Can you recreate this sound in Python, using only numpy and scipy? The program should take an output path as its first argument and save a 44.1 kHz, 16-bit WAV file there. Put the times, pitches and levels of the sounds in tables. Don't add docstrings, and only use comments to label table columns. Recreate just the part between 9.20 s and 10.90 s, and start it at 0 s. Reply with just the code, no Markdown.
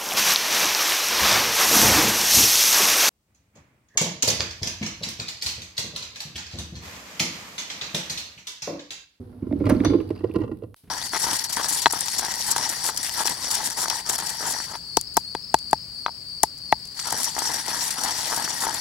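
import sys
import numpy as np
from scipy import signal
from scipy.fft import rfft, irfft
from scipy.io import wavfile
from scipy.ndimage import uniform_filter1d

SR = 44100
rng = np.random.default_rng(int(sys.argv[2]) if len(sys.argv) > 2 else 0)


def inscribe(sig):
    pcm = np.round(np.clip(np.atleast_2d(sig).T, -1, 1) * 32767)
    wavfile.write(sys.argv[1], SR, pcm.astype(np.int16))


N = 74970

# (time [s], pitch [Hz], level [dB])
GULPS = [(.223, 257.6, -19), (.224, 338, -25), (.224, 165, -23.5), (.237, 229, -26.5), (0.267, 337, -24),
         (0.269, 240, -28), (.309, 610, -33), (.313, 269.4, -13), (.326, 611, -27), (.33, 278.3, -11),
         (.355, 277, -17), (.404, 532, -24.5), (.406, 326.4, -16.5), (.408, 186, -22.5),
         (.416, 302.4, -11.5), (.444, 311, -23), (.457, 305, -17), (.467, 267.6, -15), (.469, 546, -26.5),
         (.493, 280, -13.5), (.502, 538, -18.5), (.508, 291, -16), (.520, 269.4, -5), (.546, 333.4, -14),
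         (.566, 232.5, -11.5), (.606, 281, -7), (0.608, 196, -22), (.634, 390, -21), (.655, 338.6, -12),
         (.664, 299, -7), (.692, 323.5, -17), (.702, 292.3, -9.5), (.713, 313, -13.5), (.723, 424.4, -17.5),
         (.736, 356, -11.5), (.740, 457, -16), (.750, 322, -5.5), (.767, 308.7, -15.5), (.786, 328, -17.5),
         (0.805, 337, -20.5), (.820, 316.4, -25), (0.845, 281, -27.5), (.905, 327.5, -14.5),
         (.906, 422, -23), (1.006, 320, -26.5), (1.036, 330, -15), (1.042, 365, -15.5), (1.043, 467.6, -16),
         (1.096, 321, -21.5), (1.14, 406, -24), (1.154, 298.5, -15), (1.160, 315.3, -10),
         (1.161, 182, -19.5), (1.161, 466, -16), (1.184, 339, -19), (1.199, 332, -18), (1.211, 303, -16.5),
         (1.239, 462, -24), (1.291, 432, -27.5), (1.315, 331, -19.5), (1.330, 301.6, -24),
         (1.422, 438, -26), (1.435, 324, -29.5), (1.438, 486, -31.5)]
RISE_S = 0.00131


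def undb(db):
    return 10 ** (np.asarray(db) / 20)


def unit(x):
    return x / np.sqrt(np.mean(x ** 2))


def since(start):
    return np.maximum(np.arange(N) / SR - start, 0)


def fade(t, ring_s):
    return np.exp(-np.log(1000) * t / ring_s)


def swell(start, rise, length):
    t = since(start)
    return (1 - np.exp(-(t / rise) ** 2)) * np.exp(-t / length)


def gains(points):
    hz, db = np.array(points).T
    frequencies = np.arange(N + 1) * SR / (2 * N)
    return undb(np.interp(np.log(frequencies + 1), np.log(hz), db))


def colour(x, points):
    return irfft(rfft(x, 2 * N) * gains(points))[..., :N]


def spread(pair, width):
    return pair[0] + width * pair[1] * np.array([[1], [-1]])


def noise(points, width):
    return spread(unit(colour(rng.standard_normal((2, N)), points)), width)


def convolve(x, response):
    return signal.fftconvolve(np.atleast_2d(x), np.atleast_2d(response), axes=1)[:, :N]


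def room_hiss():
    # (frequency [Hz], level [dB])
    hiss_colour = [(40, 12), (150, 10.5), (500, -3.5), (1500, -16), (4000, -4), (7000, -14), (10500, 4.5),
                   (15500, -8)]
    return undb(-73) * noise(hiss_colour, width=0.63)


def kitchen(x):
    # (frequency [Hz], level [dB])
    balance = [(100, -1), (200, -3), (320, -6.5), (480, -9.5), (650, -7), (900, -3), (2400, -0.5),
               (15000, -1)]
    echo_gap_s, left_lag_s = 0.021, 0.000038
    t = since(echo_gap_s)
    tail = rng.standard_normal((2, N)) * (t > 0) * fade(t, ring_s=0.41)
    echoing = x + undb(-15) * convolve(x, tail / np.linalg.norm(tail[0]))
    tilt = gains(balance)
    lag = np.exp(-1j * np.pi * np.arange(N + 1) * SR / N * left_lag_s)
    sides = np.array([tilt * lag, np.ones(N + 1)]) * 2 / (1 + tilt)
    return irfft(rfft(echoing, 2 * N) * sides)[:, :N]


def ending(click_s):
    # (frequency [Hz], level [dB])
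    hiss_colour = [(300, 6.5), (2000, 0.82), (4500, 10.5), (7000, 0.5), (10500, 13.7), (15500, 2.2)]
    bump_colour = [(30, -16), (80, 1.5), (200, -6.5), (450, -15.5), (900, -27.5), (2500, -32), (8000, -45)]
    # (time [s], level [dB])
    bump_hits = [(1.634, -48), (1.671, -51)]
    pitch_hz, width_hz = 1074, 650
    t = since(click_s)
    click = (t > 0) * np.cos(2 * np.pi * pitch_hz * t) * np.exp(-np.pi * width_hz * t)
    click *= undb(-3) * width_hz * np.pi / SR
    hiss = undb(-57.5) * swell(1.56, 0.0031, 0.064) * noise(hiss_colour, width=0.97)
    bumps = sum(undb(db) * swell(s, 0.0029, 0.039) for s, db in bump_hits)
    return click + hiss + bumps * noise(bump_colour, width=0.26)


def pipe_hum():
    # (pitch [Hz], level [dB], ring time [s], pitch slide [Hz/s])
    tones = [(99, -44, 0.49, -1), (238.5, -41, 0.55, 55), (247.6, -42, 7.2, -13), (390, -42, 0.43, -280),
             (508, -52.5, .6, -130)]
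    t, end_s = since(0), 0.23
    hum = sum(undb(db) * fade(t, ring_s) * np.sin(2 * np.pi * (hz + slide * t / 2) * t)
              for hz, db, ring_s, slide in tones)
    return np.clip((end_s - t) / 0.032, 0, 1) * hum


def running_water():
    # (time [s], rumble [dB], churn [dB], trickle [dB])
    flow_levels = [(0, -37.5, -47, -64), (.2, -49.5, -49, -65.5), (.3, -35, -39, -62),
                   (.42, -33.5, -33.5, -57.5), (.51, -25, -24, -50.5), (.6, -39, -33, -47.5),
                   (.68, -31, -27, -49), (.8, -42, -34.5, -56.5), (.88, -41, -42.5, -57),
                   (1.1, -46, -46, -58.5), (1.219, -37.5, -33, -68), (1.36, -53, -43.5, -70.5),
                   (1.538, -48.5, -55.5, -81)]
    # (frequency [Hz], level [dB])
    rumble_colour = [(22, -57.5), (38, -30), (48, -12.5), (60, -8.5), (78, -1.5), (88, 8.5), (102, 10),
                     (116, 2.5), (250, -56.5)]
    churn_colour = [(110, -1.5), (180, 0.5), (260, 2.5), (340, -6), (480, -5), (700, -34), (1500, -65)]
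    trickle_colour = [(350, -9.5), (700, 12), (1400, 2.5), (2400, -8), (4800, -7.5), (7000, -22),
                      (11000, -15.5), (16000, -39.5)]
    drops_per_s, scatter_db = 3000, 0.7
    times, *levels = np.array(flow_levels).T
    rumble, churn, trickle = (undb(np.interp(since(0), times, db)) for db in levels)
    sizes = undb(scatter_db * np.minimum(rng.exponential(size=N), 5))
    drops = (rng.random(N) < drops_per_s / SR) * sizes * rng.standard_normal((2, N))
    return (rumble * noise(rumble_colour, width=0.06)
            + churn * noise(churn_colour, width=0.14)
            + trickle * spread(unit(colour(drops, trickle_colour)), width=0.91))


def droplet_snaps():
    # (time [s], level [dB])
    snaps = [(0.3902, -52.5), (0.4561, -45.5), (0.4982, -29), (0.8143, -48.5), (0.878, -55), (0.891, -48),
             (1.1172, -52.5), (1.1392, -46), (1.1862, -52), (1.2032, -50), (1.372, -55), (1.388, -61)]
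    # (frequency [Hz], level [dB])
    snap_colour = [(1000, -5), (2000, 7.5), (5000, 3), (7000, -14.5), (10000, 8.5), (13000, 1.5),
                   (16000, -1.5)]
    loudness = sum(undb(db) * swell(s, 0.0001, 0.0018) for s, db in snaps)
    return loudness * noise(snap_colour, width=0.93)


def drop_ticks():
    # (time [s], pitch [Hz], level [dB])
    ticks = [(.325, 2114, -37.5), (.566, 4300, -37.5), (.602, 1800, -31), (.603, 2340, -29),
             (.603, 3660, -37), (0.802, 2680, -39.5), (.878, 4580, -49.5), (.891, 4500, -45),
             (0.892, 2650, -48), (.905, 2340, -42), (0.952, 4670, -44.5), (0.961, 4330, -54),
             (0.961, 2720, -56), (.977, 4750, -45.5), (0.977, 2750, -43.5), (.994, 2740, -46.5),
             (1.073, 4720, -47.5), (1.096, 2680, -55), (1.112, 2700, -39.5), (1.437, 4370, -66)]
    width_hz = 88
    wander = uniform_filter1d(np.cumsum(rng.standard_normal(N)), size=24)
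    wander *= np.sqrt(2 * np.pi * width_hz / SR)
    return sum(undb(db + 0.5) * swell(s, 0.00071, 0.0029) * np.sin(2 * np.pi * hz * since(s) + wander)
               for s, hz, db in ticks)


def strainer_clink():
    # (pitch [Hz], level [dB], ring time [s])
    tones = [(2100, -16.5, 0.33), (2220, -12, 0.26), (2760, -19.5, .28), (2990, -18.5, 0.58),
             (3495, -8, 0.22), (3550, -5.5, 0.35), (3940, -18.5, 0.54), (4300, -13, .28),
             (4500, -17.5, 0.52), (4810, -15.5, .6), (4780, -13.5, 0.36), (5960, 2, 0.12), (5934, 3, 0.066)]
    # (frequency [Hz], level [dB])
    shimmer_colour = [(1500, -19), (2700, -12), (3400, 3), (4800, 3), (5400, -13), (6200, -6.5),
                      (7000, -34.5)]
    start_s = 0.647
    t = since(start_s)
    sides = np.array([[0.6], [-0.6]])
    ring = sum(undb(db) * np.sin(2 * np.pi * hz * t + (-1) ** k * sides) * fade(t, ring_s)
               for k, (hz, db, ring_s) in enumerate(tones))
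    shimmer = undb(-47) * swell(start_s, RISE_S, 0.035) * noise(shimmer_colour, width=4.7)
    return undb(-31) * (1 - np.exp(-t / RISE_S)) * ring + shimmer


def slurps():
    # (time [s], splat level [dB], splat length [s], fizz level [dB])
    tears = [(0.4915, -17.5, 0.0039, -43), (0.496, -18, 0.015, -41), (0.647, -18.5, 0.014, -39.5)]
    # (frequency [Hz], level [dB])
    splat_colour = [(400, 9), (800, 5), (1500, 0), (2300, -5.5), (3300, -16.5), (5000, -16), (6500, -15),
                    (8000, -68), (15000, -38.5)]
    fizz_colour = [(2000, -21), (6000, -13.5), (7500, -7.5), (9500, 10.5), (12500, -3.5), (14000, -15.5),
                   (16000, -28.5)]
    splat = sum(undb(db) * swell(s, RISE_S, length) for s, db, length, _ in tears)
    fizz = sum(undb(db) * swell(s, RISE_S, 0.0074) for s, _, _, db in tears)
    crack = sum(undb(db - 1.5) * swell(s, 0.00008, 0.0013) for s, _, _, db in tears)
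    return splat * noise(splat_colour, width=0.2) + (fizz + crack) * noise(fizz_colour, width=1.0)


def films(rows, pipe_tones, spray_colour):
    pipe = sum(undb(db) * np.sqrt(width) * np.sin(2 * np.pi * hz * since(0))
               * np.exp(-np.pi * width * since(0)) for hz, width, db in pipe_tones)
    pops, flutter, spray = np.zeros((3, N))
    for s, ring_db, spray_db, length in rows:
        shape = swell(s, RISE_S, length)
        pops[int((s + RISE_S) * SR)] += undb(ring_db - 6.5)
        flutter += undb(ring_db - 0.5) * shape
        spray += undb(spray_db - 3) * shape
    shaking = flutter * spread(rng.standard_normal((2, N)), width=0.66)
    flutter_ring = convolve(shaking, pipe / np.linalg.norm(pipe))
    pop_ring = convolve(pops, 2 * pipe / np.abs(pipe).max())
    return pop_ring + flutter_ring + spray * noise(spray_colour, width=0.28)


def pipe_bursts():
    # (time [s], ring level [dB], spray level [dB], length [s])
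    bursts = [(0.128, -52, -77.5, 0.0073), (0.221, -52.5, -68, 0.026), (0.266, -46, -63, 0.01),
              (0.309, -39.5, -66, 0.0032), (.325, -38, -36, 0.002), (0.356, -47.5, -70.5, 0.0036),
              (0.399, -45.5, -51, 0.024), (0.44, -34, -50, 0.0061), (0.454, -37.5, -34.5, 0.012),
              (0.465, -23.5, -37, 0.0088), (0.503, -24, -46, 0.014), (0.547, -38.5, -44, 0.014),
              (0.601, -31.5, -46, 0.0066), (0.636, -27.5, -47, 0.0099), (0.697, -31, -40, 0.016),
              (0.733, -27.5, -53.5, 0.013), (0.785, -37, -49, 0.0047), (0.801, -38, -43, 0.0088),
              (0.903, -32, -39, 0.0055), (0.958, -44, -45, 0.0076), (0.99, -50, -44.5, 0.0052),
              (1.005, -43.5, -66, 0.0087), (1.04, -30.5, -46.5, 0.006), (1.094, -44.5, -56, 0.0046),
              (1.145, -38, -52, 0.0064), (1.152, -32, -43, 0.005), (1.158, -26, -36.5, 0.0053),
              (1.188, -41.5, -67, 0.013), (1.206, -44, -46.5, 0.0047), (1.215, -33, -66, .01),
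              (1.235, -36, -62, 0.011), (1.277, -42, -58, 0.0057), (1.314, -37.5, -53, 0.0063),
              (1.4205, -42.5, -61, 0.0027), (1.434, -42.5, -54, 0.0063)]
    # (pitch [Hz], width [Hz], level [dB])
    flooded_pipe = [(615.8, 12, 11), (876, 45, 3), (1039, 72, 9), (1188, 52, -1.5), (1362, 29, 0),
                    (1660, 88, -9.5), (2090, 80, -7), (2290, 74, -11), (2800, 37, -15.5)]
    open_pipe = [(621, 38, 7), (876, 140, 3), (1027, 51, 9), (1147, 34, -0.5), (1374, 60, -1.5),
                 (1894, 60, -1), (2719, 88, -2.5), (3980, 150, -17), (4600, 390, -22)]
    # (frequency [Hz], level [dB])
    flooded_spray = [(500, -13), (1200, -23), (2200, 5.5), (3000, -11), (4700, -8), (6300, -22.5),
                     (10500, -19), (15500, -30.5)]
    open_spray = [(1000, -7), (1950, -4.5), (2300, -4.5), (2780, -2.5), (3300, -14.5), (4600, -0.5),
                  (6300, -28), (10500, -10.5), (15500, -26)]
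    opens_s = 0.87
    early = [row for row in bursts if row[0] < opens_s]
    late = [row for row in bursts if row[0] >= opens_s]
    return films(early, flooded_pipe, flooded_spray) + films(late, open_pipe, open_spray)


def trap_thumps():
    # (time [s], pitch [Hz], level [dB])
    slugs = [(0.234, 88, -32.5), (0.284, 102, -31.5), (0.359, 94.7, -24.5), (.462, 97.2, -13.5),
             (0.504, 109.3, -21), (.65, 98.7, -23), (.915, 103.2, -27), (1.045, 112.3, -26),
             (1.215, 117, -22), (1.31, 96.3, -32.5), (1.43, 110.8, -29)]
    return sum(undb(db) * swell(s, 0.0067, 0.023) * np.sin(2 * np.pi * hz * since(s))
               for s, hz, db in slugs)


def basin_boom():
    # (pitch [Hz], level [dB], ring time [s])
    tones = [(79.6, -17.5, 0.13), (100.8, 3, 0.16), (131.4, -7, 0.2), (178, -23.5, .1), (246.5, -9, 0.13),
             (322.4, -1, 0.18), (498, 4.5, 0.23), (563, -12.5, .14)]
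    pushes, push_s = np.zeros(N), 0.0012
    for start, _, db in GULPS:
        age = since(start) / push_s
        pushes += undb(db) * age * np.exp(-age ** 2) * 2 / (push_s * SR)
    t = since(0)
    ring = sum(undb(db) * np.cos(2 * np.pi * hz * t) * fade(t, ring_s) for hz, db, ring_s in tones)
    return undb(-20.5) * convolve(pushes, ring)


def air_gulps():
    rise_s, slide_per_s, overtone_ratio = 0.0034, 1, 1.439
    out = np.zeros(N)
    for start, hz, db in GULPS:
        t = since(start)
        phase = 2 * np.pi * hz * t * (1 + slide_per_s * t / 2)
        tone = np.sin(phase) * fade(t, ring_s=0.045)
        overtone = undb(-16) * np.sin(overtone_ratio * phase) * fade(t, ring_s=0.035)
        onset = 1 - np.exp(-(t / rise_s) ** 2)
        out += undb(db + 6) * onset * (tone + overtone)
    return out


def scene():
    t, click_s = since(0), 1.544
    fade_in = 1 - np.exp(-t / 0.0012)
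    cut_off = np.clip((click_s - t) / 0.0034, 0, 1)
    drain = (pipe_hum() + air_gulps() + basin_boom() + trap_thumps() + pipe_bursts() + slurps()
             + drop_ticks() + droplet_snaps() + strainer_clink() + running_water())
    return fade_in * cut_off * kitchen(drain) + ending(click_s) + room_hiss()


def record(dry):
    bottom_hz, top_hz = 36, 16300
    thinned = signal.sosfilt(signal.butter(4, bottom_hz, "high", fs=SR, output="sos"), dry)
    return signal.sosfilt(signal.ellip(8, 0.2, 70, top_hz, fs=SR, output="sos"), thinned)


dry = scene()
out = record(dry)
inscribe(out)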